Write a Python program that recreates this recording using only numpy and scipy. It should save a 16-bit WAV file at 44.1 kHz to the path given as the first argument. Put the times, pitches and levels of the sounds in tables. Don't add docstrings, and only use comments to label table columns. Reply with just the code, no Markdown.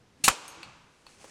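import sys
import numpy as np
from scipy import signal
from scipy.fft import rfft, irfft
from scipy.io import wavfile
from scipy.ndimage import uniform_filter1d

SR = 44100
rng = np.random.default_rng(int(sys.argv[2]) if len(sys.argv) > 2 else 0)


def to_wav(sig):
    pcm = np.clip(np.atleast_2d(sig), -1, 1) * 32767
    pcm = np.round(pcm).astype(np.int16)
    wavfile.write(sys.argv[1], SR, pcm.T)


N = 57330

# (f/Hz, level/dB)
ROOM_TONE_COLOUR = [(20, -9.5), (70, -6), (145, -1), (250, -6), (450, -9.5), (900, -11.5), (2500, -16.5),
                    (6000, -21.5), (9500, -29.5), (12500, -37), (16000, -60.5)]
# (f/Hz, t60/s)
EARLY_COLOUR = [(40, -24), (100, -6), (300, 0.5), (700, -1.5), (1500, 0), (4000, -2), (9000, 1.5),
                (15000, 0)]
LATE_COLOUR = [(50, 0), (300, 5), (1000, -2), (3000, 0), (7000, 1), (15000, -5.5)]
EARLY_DECAY = [(60, 0.36), (300, 0.41), (1000, 0.094), (4000, 0.23), (9000, 0.16), (15000, 0.03)]
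LATE_DECAY = [(60, 3), (300, 0.88), (1000, 1.157), (3000, 1.074), (6000, 0.88), (9000, .7), (15000, 0.35)]
ROOM_TONE_DB, EARLY_DB, LATE_DB = -64.5, -9.5, -20.5

# (f/Hz, level/dB)
RUMBLE_FADER = [(0, -61.5), (.06, -70), (0.169, -65.5), (.25, -74), (.42, -70), (.5, -58.5), (.7, -65),
                (.85, -92), (1.1, -81), (1.199, -64.5), (1.3, -71.5)]
RUMBLE_COLOUR = [(20, -16.5), (70, -2.5), (150, -2.5), (250, -6.5), (600, -17.5), (2000, -53),
                 (16000, -78.5)]
# (f/Hz, level/dB)
SLIDE_FADER = [(0, -96), (.17, -79), (.19, -71.5), (0.233, -67), (.3, -73), (.85, -75.5), (.93, -72),
               (1.05, -68.5), (1.1, -59), (1.181, -63), (1.225, -53), (1.261, -58), (1.3, -55)]
SLIDE_COLOUR = [(50, -16), (200, 2.5), (500, 4), (900, 3), (1700, 0), (2600, 1.5), (3800, -4), (6500, -0.5),
                (9500, -4.5), (12000, -19), (16000, -34)]
# (t/s, f/Hz, level/dB, t60/s)
BOX_BUMPS = [(.2, 275, -45, 0.071), (0.572, 376, -38.5, 0.11), (0.643, 145.2, -54.5, 0.63),
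             (0.701, 69.4, -62, 1)]
# (f/Hz, level/dB)
BLOCK_HIT = (1.2424, -42, 0.05)
BLOCK_COLOUR = [(60, -40), (250, -8), (400, 1.5), (560, 6), (750, -2), (1000, -1.5), (1500, -9.5),
                (3000, -13), (8000, -21), (15000, -31)]

# (f/Hz, level/dB)
CLACK_HITS = [(0.6303, -34.5, 0.023, -31, -11), (1.0659, -43, 0.028, 8, 3.5)]
CLACK_COLOUR = [(60, 2), (350, -14.5), (600, -4), (1000, 9.5), (1700, -3), (2400, -0.5), (3500, -1.5),
                (4450, 0.5), (5400, -13), (8000, -9), (15000, -28)]
# (f/Hz, level/dB, t60/s)
METAL_MODES = [(2330, -3, .06), (2600, -2, .05), (2830, -4, .05), (4400, 2, .06), (4700, -7, .06)]
# (f/Hz, level/dB)
TRIGGER_HIT = (.4797, -33, 0.032)
TRIGGER_COLOUR = [(200, -37), (4000, -6.5), (6500, -14), (8900, 2.5), (10500, -9), (15000, -22)]
# (f/Hz, level/dB, t60/s)
SPRING_MODES = [(6455, -2, 0.27), (7747, -13, 0.12), (9300, -6.5, 0.12), (12460, -7.5, 0.18)]

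# (f/Hz, width/Hz, boost/dB)
AIR_COLOUR = [(40, -33), (170, -19.5), (400, -27.5), (700, -17), (1500, -17), (2200, -11.5), (2700, -3.5),
              (3250, -16.5), (3800, -3), (4900, -13.5), (7000, -4.5), (9200, -4.5), (11000, -10.5),
              (15500, -24.5)]
AIR_WHISTLES = [(2360, 110, -0.5), (2970, 180, 6), (3753, 150, 2.5), (4380, 42, 9.5), (5740, 110, 10),
                (6925, 110, 5), (7670, 60, 0.5), (9000, 75, 5), (8950, 50, 9.5)]
LEAK_S, OPEN_S, SHUT_S, AIR_RISE_S = .2379, .2405, .281, .00067
AIR_DB, LEAK_DB, AIR_SAG_DB_PER_S, AIR_FLUTTER_DB = -18, -13.5, -330, -1
# (f/Hz, level/dB)
KICK_HITS = [(.2382, -36, .055), (.2778, -27, .018)]
KICK_COLOUR = [(30, -14), (100, -6), (190, 3), (280, -3), (400, -16), (900, -19.5), (3000, -47),
               (16000, -83)]
# (f/Hz, level/dB)
PISTON_HITS = [(.2796, 0, 0.033), (.2824, -4, 0.026), (.2862, -6, 0.039)]
PISTON_COLOUR = [(30, -20), (130, -18.5), (330, -14), (540, -1), (660, -5.5), (760, 0), (960, 3.5),
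                 (1150, 3), (1450, 0.5), (1900, -7.5), (2550, -1.5), (3300, -9.5), (6000, -15.5),
                 (10000, -17), (16000, -45)]
# (f/Hz, level/dB)
NAIL_HIT = (.2833, -1.6, 0.031)
NAIL_COLOUR = [(200, -16.5), (1000, -10), (2500, 0.5), (4700, -0.5), (7500, 1), (10000, -4), (14000, -10.5),
               (16000, -23.5)]
# (f/Hz, level/dB, t60/s)
BODY_MODES = [(305, -10, .2), (800, -8, .14), (882, -7, .14), (942, 2, .18), (1150, -5, .16),
              (1440, -4, .09), (1680, -6, .15), (2432, -10, .13), (2670, -6, .12), (3494, -15, .1),
              (3860, -14, .1)]
METAL_DB, SPRING_DB, BODY_DB = -7, -39.5, -18.5

THRESHOLD_DB, ATTACK_S, RELEASE_DB_PER_S = -16, .0058, 35.5
CEILING_DB, HIGH_CUT_HZ = -9.7, 16100
TIME, FREQS = np.arange(N) / SR, np.fft.rfftfreq(N, 1 / SR)


def amp(db):
    return 10 ** (np.asarray(db) / 20)


def unit(x):
    return x / np.sqrt(np.mean(x ** 2) + 1e-20)


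def curve(points, hz=FREQS):
    f, value = np.transpose(points)
    return np.interp(np.log(hz + 1), np.log(f + 1), value)


def since(s):
    return np.maximum(TIME - s, 0)


def noise(colour_db):
    return unit(irfft(rfft(rng.standard_normal(N)) * amp(colour_db), N))


def flicker(samples):
    return unit(uniform_filter1d(rng.standard_normal(N), size=samples))


def minimum_phase(gain):
    cepstrum = irfft(np.log(gain + 1e-9), N)
    cepstrum[1:N // 2] *= 2
    cepstrum[N // 2 + 1:] = 0
    return np.exp(rfft(cepstrum))


def hit(s, db, t60, colour_db, rise_s=.00057):
    envelope = np.minimum(TIME / rise_s, 1) * amp(-60 * TIME / t60)
    spectrum = rfft(rng.standard_normal(N) * envelope)
    ripple = np.sqrt(uniform_filter1d(abs(spectrum) ** 2, size=60))
    burst = irfft(spectrum * minimum_phase(amp(colour_db) / ripple), N)
    burst *= amp(db) * np.linalg.norm(envelope) / np.linalg.norm(burst)
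    return np.pad(burst, (round(s * SR), 0))[:N]


def ring(s, modes, waver_s=.012, depth=.65):
    t = since(s)
    knots = np.arange(300) * waver_s
    out = np.zeros(N)
    for hz, db, t60 in modes:
        waver = np.interp(t, knots, rng.standard_normal((len(knots), 2)) @ [1, 1j])
        tone = ((1 - depth + depth * waver) * np.exp(2j * np.pi * hz * t)).imag
        out += amp(db - 60 * t / t60) * tone
    return out * np.minimum(t / .00027, 1)


def room_tone():
    return amp(ROOM_TONE_DB) * noise(curve(ROOM_TONE_COLOUR))


def reflections(decay, colour):
    hz, t, bands = signal.stft(rng.standard_normal(N), SR, nperseg=256)
    bands *= amp(-60 * t / curve(decay, hz)[:, None])
    taps = signal.istft(bands, SR, nperseg=256)[1][:N]
    fade_in = np.minimum(since(.0014) / .003, 1)
    taps = irfft(rfft(taps) * amp(curve(colour)), N) * fade_in
    return taps / np.linalg.norm(taps)


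def reverb(sound):
    early = amp(EARLY_DB) * reflections(EARLY_DECAY, EARLY_COLOUR)
    late = amp(LATE_DB) * reflections(LATE_DECAY, LATE_COLOUR)
    return sound + signal.fftconvolve(sound, early + late)[:N]


def rumble():
    return noise(curve(RUMBLE_COLOUR)) * amp(np.interp(TIME, *np.transpose(RUMBLE_FADER)))


def slide(grain_db=1.5):
    level_db = np.interp(TIME, *np.transpose(SLIDE_FADER)) + grain_db * flicker(120)
    return noise(curve(SLIDE_COLOUR)) * amp(level_db)


def box_bumps():
    return sum(ring(s, [mode]) * np.minimum(since(s) / .0017, 1) for s, *mode in BOX_BUMPS)


def block_knock():
    return hit(*BLOCK_HIT, curve(BLOCK_COLOUR))


def gun_clacks(low_hz=907, high_hz=4000):
    low_shelf = 1 / (1 + (FREQS / low_hz) ** 2)
    high_shelf = 1 / (1 + (high_hz / (FREQS + 1)) ** 2)
    clacks = np.zeros(N)
    for s, db, t60, low_db, high_db in CLACK_HITS:
        colour_db = curve(CLACK_COLOUR) + low_db * low_shelf + high_db * high_shelf
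        clacks += hit(s, db, t60, colour_db, rise_s=.00093)
    return clacks + sum(amp(db + METAL_DB) * ring(s, METAL_MODES) for s, db, *_ in CLACK_HITS)


def trigger():
    tick = hit(*TRIGGER_HIT, curve(TRIGGER_COLOUR))
    return tick + amp(SPRING_DB) * ring(TRIGGER_HIT[0], SPRING_MODES)


def recoil_push(s=.3, db=-22, length_s=.0021):
    age = since(s) / length_s
    return amp(db) * age * (2 - age) * np.exp(1 - age)


def valve_hiss():
    whistles_db = sum(db / (1 + (2 * (FREQS - hz) / width) ** 2) for hz, width, db in AIR_WHISTLES)
    leak = amp(LEAK_DB) * np.minimum(since(LEAK_S) / AIR_RISE_S, 1)
    opening = np.minimum(since(OPEN_S) / AIR_RISE_S, 1)
    flow = np.maximum(leak, opening) * np.exp(-since(SHUT_S) / .0091)
    level_db = AIR_DB + AIR_SAG_DB_PER_S * since(OPEN_S) + AIR_FLUTTER_DB * flicker(90)
    return noise(curve(AIR_COLOUR) + whistles_db) * flow * amp(level_db)


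def shot():
    kick = sum(hit(*row, curve(KICK_COLOUR), rise_s=.00063) for row in KICK_HITS)
    slams = [hit(*row, curve(PISTON_COLOUR), rise_s=.0007) for row in PISTON_HITS]
    nail = hit(*NAIL_HIT, curve(NAIL_COLOUR))
    body = amp(BODY_DB) * ring(PISTON_HITS[0][0], BODY_MODES)
    return slams + [nail, kick + body]


def scene():
    stems = shot()
    foley = valve_hiss() + trigger() + gun_clacks() + block_knock() + box_bumps() + slide() + rumble()
    in_room = sum(reverb(stem) for stem in stems + [foley])
    return (in_room + recoil_push() + room_tone())[None]


def record(dry):
    pole = np.exp(-1 / (.0026 * SR))
    power = signal.lfilter([1 - pole], [1, -pole], dry[0] ** 2)
    over_db = np.maximum(10 * np.log10(power + 1e-12) - THRESHOLD_DB, 0)
    release_db = RELEASE_DB_PER_S * TIME
    held_db = np.maximum.accumulate(over_db + release_db) - release_db
    attack = np.exp(-1 / (ATTACK_S * SR))
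    duck_db = signal.lfilter([1 - attack], [1, -attack], held_db)
    drive = dry * amp(-duck_db - CEILING_DB)
    clipped = amp(CEILING_DB) * drive / (1 + drive ** 8) ** (1 / 8)
    high_cut = signal.firwin(511, HIGH_CUT_HZ, window=("kaiser", 9), fs=SR)
    return signal.oaconvolve(clipped, high_cut[None], "same")


dry = scene()
out = record(dry)
to_wav(out)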